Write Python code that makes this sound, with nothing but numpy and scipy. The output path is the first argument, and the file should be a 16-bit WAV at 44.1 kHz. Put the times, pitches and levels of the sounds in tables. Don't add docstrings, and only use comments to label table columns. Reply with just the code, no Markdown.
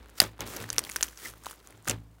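import sys
import numpy as np
from scipy import signal
from scipy.io import wavfile
from scipy.ndimage import uniform_filter1d

SR = 44100
rng = np.random.default_rng(int(sys.argv[2]) if len(sys.argv) > 2 else 0)


def how_loud(loudness_db):
    steps = np.asarray(loudness_db, float) / 20
    return 10 ** steps


def wrap_up_sound(samples):
    columns = np.atleast_2d(samples).T
    tamed = np.clip(columns, -1, 1)
    steps = np.round(tamed * 32767).astype(np.int16)
    wavfile.write(sys.argv[1], SR, steps)


N = 97020


def evened(x):
    return x / np.sqrt(np.mean(x ** 2) + 1e-20)


def coloured(x, points):
    f, level = np.transpose(points)
    hz = np.abs(np.fft.fftfreq(4096, 1 / SR))
    level_db = np.interp(np.log(hz + 1), np.log(f), level, left=-70, right=-70)
    log_gain = np.log(how_loud(level_db))
    phase = -signal.hilbert(log_gain).imag
    taps = np.fft.ifft(np.exp(log_gain + 1j * phase)).real[:2048]
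    return signal.oaconvolve(x, taps)[:len(x)]


def band(x, low_hz, high_hz):
    return signal.sosfilt(signal.butter(2, [low_hz, high_hz], "band", fs=SR, output="sos"), x)


def add(mix, s, sound):
    part = mix[max(round(s * SR), 0):][:len(sound)]
    part += sound[:len(part)]


def room_floor():
    # f/Hz, level/dB per Hz
    spectrum = [(30, -19), (60, -3.5), (250, -14.5), (1000, -19.5), (3000, -40.5), (15500, -39.5),
                (16300, -77.5)]
    return how_loud(-66) * evened(coloured(rng.standard_normal(N), spectrum))


def effort(column):
    # t/s, peeling fizz/dB, wet squish/dB
    knead = np.transpose([(0, -69, -59), (.37, -75, -62.5), (.455, -59, -54), (0.466, -45, -45),
                          (.61, -49, -43), (0.681, -58, -52.5), (.82, -56, -48), (.93, -49, -55.5),
                          (1.05, -53.5, -52), (1.15, -58.5, -65), (1.265, -40.5, -51), (1.35, -64, -62),
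                          (1.43, -62.5, -62.5), (1.498, -52, -55), (1.6, -67, -63), (1.71, -63.5, -57.5),
                          (1.821, -70, -63.5), (2.001, -73, -69.5)])
    # t/s, rise/s per 20 dB, fizz/dB, squish/dB, t60/s
    tears = [
        (0.186, 0.029, -43, -70, 0.046),
        (0.203, 0.00056, -22.5, -37, 0.028),
        (0.22, .003, -36.5, -30, 0.18),
        (0.393, 0.0017, -58, -39, 0.1),
        (0.406, 0.002, -46.5, -31, 0.16),
        (1.031, 0.0033, -39, -59, 0.18),
        (1.858, 0.021, -52, -63, 0.061),
        (1.878, 0.0086, -32.5, -31.5, 0.098),
        (1.9, 0.0053, -46, -32.5, 0.19),
    ]
    t = np.arange(N) / SR
    power = how_loud(np.interp(t, knead[0], knead[column])) ** 2
    for row in tears:
        start_s, rise_s, t60_s = row[0], row[1], row[4]
        late = t - start_s
        slope_db = np.where(late < 0, 20 * late / rise_s, -60 * late / t60_s)
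        power = power + how_loud(row[1 + column] + slope_db) ** 2
    return np.sqrt(power)


def crackle(per_s, spread_db, points, smooth):
    clump = how_loud(2.6 * evened(uniform_filter1d(rng.standard_normal(N), 260)))
    size = how_loud(spread_db * np.minimum(rng.exponential(1, N), 3.6))
    happens = rng.random(N) < per_s / SR
    ruptures = size * happens * rng.choice([-1, 1], N)
    grains = evened(ruptures) + smooth * rng.standard_normal(N)
    return evened(coloured(clump * grains, points))


def fizz():
    # f/Hz, level/dB per Hz
    spectrum = [(710, -44), (1200, -4), (1860, -6.5), (3920, -10), (6430, -6.5), (13700, -11.5),
                (15800, -9), (16500, -46)]
    return effort(1) * crackle(3500, 3.0, spectrum, 0.55)


def squish():
    # f/Hz, level/dB per Hz
    spectrum = [(76, -60.5), (130, -6), (321, 1.5), (553, -3), (706, -6.5), (901, -5), (4000, -15),
                (5200, -22.5), (8800, -120)]
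    return effort(2) * crackle(900, 2.0, spectrum, 1.6)


def table():
    # f/Hz, level/dB, t60/s
    modes = [(55.95, -1, 0.92), (80.8, -5, 0.29), (108.8, -6.5, 0.6), (164.4, -12.5, 0.56),
             (233.8, -10, 0.35), (286, -15, 0.51), (345.3, -12, 0.063)]
    # t/s, level/dB, extra level on the two lowest modes/dB
    pushes = [(0, -61, 11), (.205, -39.5, -7), (.4, -42.5, -2), (.5, -49.5, -3), (.6, -38, -16),
              (.72, -47, -3.5), (.82, -63, 13.5), (.9, -69.5, 14), (.99, -69, 13.5), (1.28, -57.5, 2.5),
              (1.4, -71.5, 9), (1.74, -54.5, -4), (1.885, -33, -12)]
    # from t/s, to t/s
    hands_on = (.3, 1.2)
    push_ms, hum_db, hands_damping = 2.5, -58, 0.75
    t, out = np.arange(SR) / SR, np.zeros(N)
    drive = how_loud(hum_db) * np.sqrt(effort(2) / how_loud(-53.5)) / 60
    stir = rng.standard_normal((len(modes), N)) * drive
    turn = rng.random((len(pushes), len(modes)))
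    load = uniform_filter1d(uniform_filter1d(rng.standard_normal((len(modes), SR)), 900), 900)
    for k, (hz, db, t60) in enumerate(modes):
        fade = how_loud(db - 60 * t / t60 + 2.5 * (k > 0) * evened(load[k]))
        out += signal.fftconvolve(stir[k], fade * np.sin(2 * np.pi * hz * t))[:N]
        for n, (s, push_db, low_db) in enumerate(pushes):
            damp = hands_damping if hands_on[0] < s < hands_on[1] else 1
            rise = 1 - np.exp(-t * 1000 / push_ms)
            extra_damping = how_loud(60 * t / t60 * (1 - 1 / damp))
            gain = how_loud(push_db + 4 + low_db * (k < 2))
            ring = np.sin(2 * np.pi * (hz * t + turn[n, k]))
            add(out, s, gain * rise * extra_damping * fade * ring)
    return out


def ticks():
    # t/s, peak level/dB, f/Hz
    early = [(0.0292, -51, 5600), (0.0441, -51, 2500), (0.0593, -42.5, 1500), (0.0848, -47.5, 12000),
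             (0.095, -45.5, 1610), (0.0994, -42, 11700), (0.2172, -13, 5800), (0.2209, -19.5, 11620),
             (0.3803, -44.5, 1500), (0.4064, -17, 6360), (0.4672, -34, 11900), (0.5004, -36, 14200),
             (0.6026, -32, 4040), (0.6039, -42, 9600), (0.6068, -33, 4630), (0.6868, -38, 6200),
             (0.6914, -29, 4800), (0.7243, -41.5, 13100), (0.738, -31.5, 2600), (0.745, -33.5, 15060),
             (0.769, -41.5, 9200), (0.8178, -38.5, 12900), (0.8496, -27, 9700), (0.8527, -38.5, 14200),
             (0.8725, -33.5, 12900), (0.8764, -32, 5560), (0.8973, -28.5, 7200), (0.9129, -26.5, 6930),
             (0.9261, -30.5, 11900), (0.9371, -30, 14100), (0.9437, -38, 2400), (0.9608, -14.5, 9000),
             (1.0095, -20.5, 3070), (1.0567, -33.5, 12800), (1.0675, -29.5, 12280), (1.0823, -31, 3000),
             (1.13, -39, 1600)]
    late = [(1.1878, -40, 2000), (1.2088, -40.5, 3200), (1.3009, -31.5, 9600), (1.3375, -37, 1280),
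            (1.4028, -52, 11500), (1.4201, -50.5, 14200), (1.4374, -38, 6500), (1.4586, -26.5, 3840),
            (1.4839, -38, 10400), (1.5145, -33, 11900), (1.5166, -33.5, 6950), (1.5302, -36.5, 1400),
            (1.5592, -42.5, 9600), (1.5743, -48, 5100), (1.5918, -52, 5000), (1.6019, -45, 4060),
            (1.6423, -47, 1400), (1.6596, -49, 5000), (1.6622, -50, 15100), (1.6732, -34, 9500),
            (1.7094, -46, 9400), (1.7252, -40.5, 2080), (1.8255, -44.5, 9000), (1.8468, -40, 7000),
            (1.8631, -41, 6300), (1.874, -32, 9600), (2.1842, -50.5, 1400)]
    # t/s, level/dB, f/Hz, decay/ms per 20 dB
    slumps = [
        (.2013, -4.5, 6440, 2.5),
        (.2025, -18, 756, 8),
        (.2195, -21.5, 605, 10),
        (.7035, -27.5, 486, 4),
        (.7835, -17.5, 456, 4),
        (1.0105, -23, 510, 2.5),
    ]
    tick_ms, edge_ms = 0.88, 0.7
    t, out = np.arange(1500) / SR, np.zeros(N)
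    rows = early + late
    for (s, db, hz), noise in zip(rows, rng.standard_normal((len(rows), 1500))):
        ring_ms = tick_ms * (8000 / hz) ** 0.5
        ring = np.sin(2 * np.pi * hz * t) * how_loud(-20 * t * 1000 / ring_ms)
        edge = how_loud(-20 * t * 1000 / edge_ms) * band(noise, 2200, 20000)
        onset = np.minimum(t * SR / 6, 1)
        add(out, s, how_loud(db) * onset * (ring + edge))
    for s, db, hz, ms in slumps:
        swell = 1 - np.exp(-t * hz)
        add(out, s, how_loud(db - 20 * t * 1000 / ms) * swell * np.sin(2 * np.pi * hz * t))
    return out


def pop(db, hz, second_db):
    pocket_ms, plop_ms, thud_ms, snap_ms, crack_ms, spray_ms = 1.57, 1.73, 4, 1, 3, 14
    pocket_db, twin_db, thud_db, crack_db, spray_db = 1, -9, -8.5, -5, -21
    plop_hz, thud_hz, snap_hz = 1650, 640, 10040
    t = np.arange(1200) / SR
    plop_db, snap_db = (-40, second_db) if hz < 3300 else (second_db, -9)
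    noise, detune = rng.standard_normal((3, 1200)), rng.uniform(0.737, 1.183, 3)
    size = (5000 / hz) ** 0.5

    def fade(ms):
        return np.minimum(t * SR / 4, 1) * how_loud(-20 * t * 1000 / ms)

    def ring(f):
        return np.sin(2 * np.pi * f * t)

    twin = how_loud(twin_db) * ring(hz * (0.643 + 0.456 * detune[2]))
    pocket = how_loud(pocket_db) * (ring(hz) + twin) * fade(pocket_ms * size)
    plop = how_loud(plop_db) * ring(plop_hz * detune[0]) * fade(plop_ms)
    snap_tone = ring(snap_hz * detune[1]) + 0.17 * band(noise[0], 8000, 11000)
    snap = how_loud(snap_db) * snap_tone * fade(snap_ms)
    crack = how_loud(crack_db) * band(noise[1], 1200, 11000) * fade(crack_ms)
    spray = how_loud(spray_db) * band(noise[2], hz * 0.44, min(hz * 1.57, 15000)) * fade(spray_ms)
    thud = how_loud(plop_db + thud_db) * ring(thud_hz * detune[1]) * fade(thud_ms) * (hz < 5720)
    burst = band(pocket + plop + thud + snap + crack + spray, 293, 18000)
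    return how_loud(db) * burst / np.abs(burst).max()


def pops():
    # t/s, peak level/dB, pocket f/Hz, second voice level/dB
    lift = [(0.0442, -49, 760, -5), (0.186, -30, 4940, 0.5), (0.2015, 5, 4820, -23), (0.217, -10, 1740, 6),
            (0.2272, -16, 12600, -15.5), (0.239, -21.5, 6470, -1.5), (0.2017, -10.5, 9380, -30),
            (0.3916, -41, 766, 2), (0.397, -41, 740, -1), (0.4065, -36.5, 767, -10),
            (0.4752, -27.5, 5800, -16), (0.5256, -40, 1150, -5), (0.5367, -26.5, 7940, 3),
            (0.565, -24, 11680, -23), (0.5689, -23, 5930, -3.5), (0.6019, -31, 2630, -17),
            (0.6237, -27.5, 5910, 3), (0.6408, -27, 1820, -24)]
    fold = [(0.6901, -29.5, 1650, -10), (0.7024, -11, 6200, -11), (0.729, -19.5, 10050, -11),
            (0.7641, -26, 2320, -1), (0.7825, -3, 5800, -12.5), (0.7914, -10, 9100, -10),
            (0.8389, -25.5, 4600, -16.5), (0.8498, -28, 3280, -3), (0.868, -30.5, 2050, 0),
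            (0.8932, -27, 2300, -2), (0.8977, -21.5, 2150, 7.5), (0.9171, -23, 6670, -24),
            (0.9609, -15.5, 1584, 0.5), (0.965, -14.5, 5700, -13.5), (0.9866, -34.5, 1760, -5),
            (1.0095, -24, 1715, -3.5), (1.0138, -25, 13730, -13.5), (1.0276, -5.5, 6890, -12.5),
            (1.0276, -14.5, 2300, 4), (1.0318, -9.5, 6000, -35.5), (1.031, -11.5, 9200, -28),
            (1.0861, -31.5, 6230, -8)]
    press = [(1.1744, -28, 5970, -11), (1.2977, -34, 1710, 12), (1.38, -45, 14700, -11.5),
             (1.4374, -44, 990, -1), (1.447, -31, 1570, 9), (1.4592, -32.5, 1380, -13),
             (1.4616, -30, 6800, -9), (1.4664, -21.5, 1024, -22), (1.4865, -33, 3060, -10),
             (1.4981, -34, 10300, -6), (1.5019, -32.5, 15570, -17), (1.5105, -29.5, 9860, -1.5),
             (1.5262, -36, 9400, -20), (1.5395, -39.5, 11600, -15), (1.6285, -47.5, 9870, -6),
             (1.673, -36, 6070, -5), (1.6874, -43, 770, 12), (1.706, -37, 9200, -10),
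             (1.7759, -43.5, 770, 9)]
    pull = [(1.8553, -37, 1400, -3), (1.8778, -16.5, 1560, -8), (1.8847, -16, 7200, -14),
            (1.889, -31, 776, 7), (1.896, -13.5, 2960, 4), (1.8973, -6.5, 7340, -13),
            (1.9028, -18, 6160, -9), (1.9099, -14.5, 5980, -10), (1.9129, -22.5, 2720, -18),
            (1.9178, -28.5, 2480, -12.5)]
    out = np.zeros(N)
    for s, *row in lift + fold + press + pull:
        add(out, s, pop(*row))
    return out


def squeak():
    # half length/s, f/Hz, level/dB
    whistle = (0.0074, 2010, -38)
    half_s, hz, db = whistle
    t = np.arange(N) / SR
    swell = np.exp(-((t - 1.259) / half_s) ** 2)
    return how_loud(db) * evened(band(rng.standard_normal(N), hz * 0.9, hz * 1.04)) * swell


def room(x):
    tail_db, t60_s = -28.5, 0.16
    t = np.arange(6000) / SR
    tail = rng.standard_normal(6000) * (t > 0.002) * how_loud(-60 * t / t60_s)
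    tail = signal.lfilter([1], [1, -0.5], tail)
    tail = how_loud(tail_db) * tail / np.linalg.norm(tail)
    return signal.fftconvolve(x, tail)[:N]


def scene():
    slime = fizz() + squish() + ticks() + pops() + squeak()
    return (slime + room(slime) + table() + room_floor())[None]


def roll_off(x):
    return signal.sosfilt(signal.butter(12, 16400, fs=SR, output="sos"), x)


def record(dry):
    x = signal.sosfilt(signal.butter(2, 40, "high", fs=SR, output="sos"), dry)
    x = signal.sosfilt(signal.butter(12, 16000, "low", fs=SR, output="sos"), x)
    return roll_off(np.clip(x, -1, 1))


dry = scene()
out = record(dry)
wrap_up_sound(out)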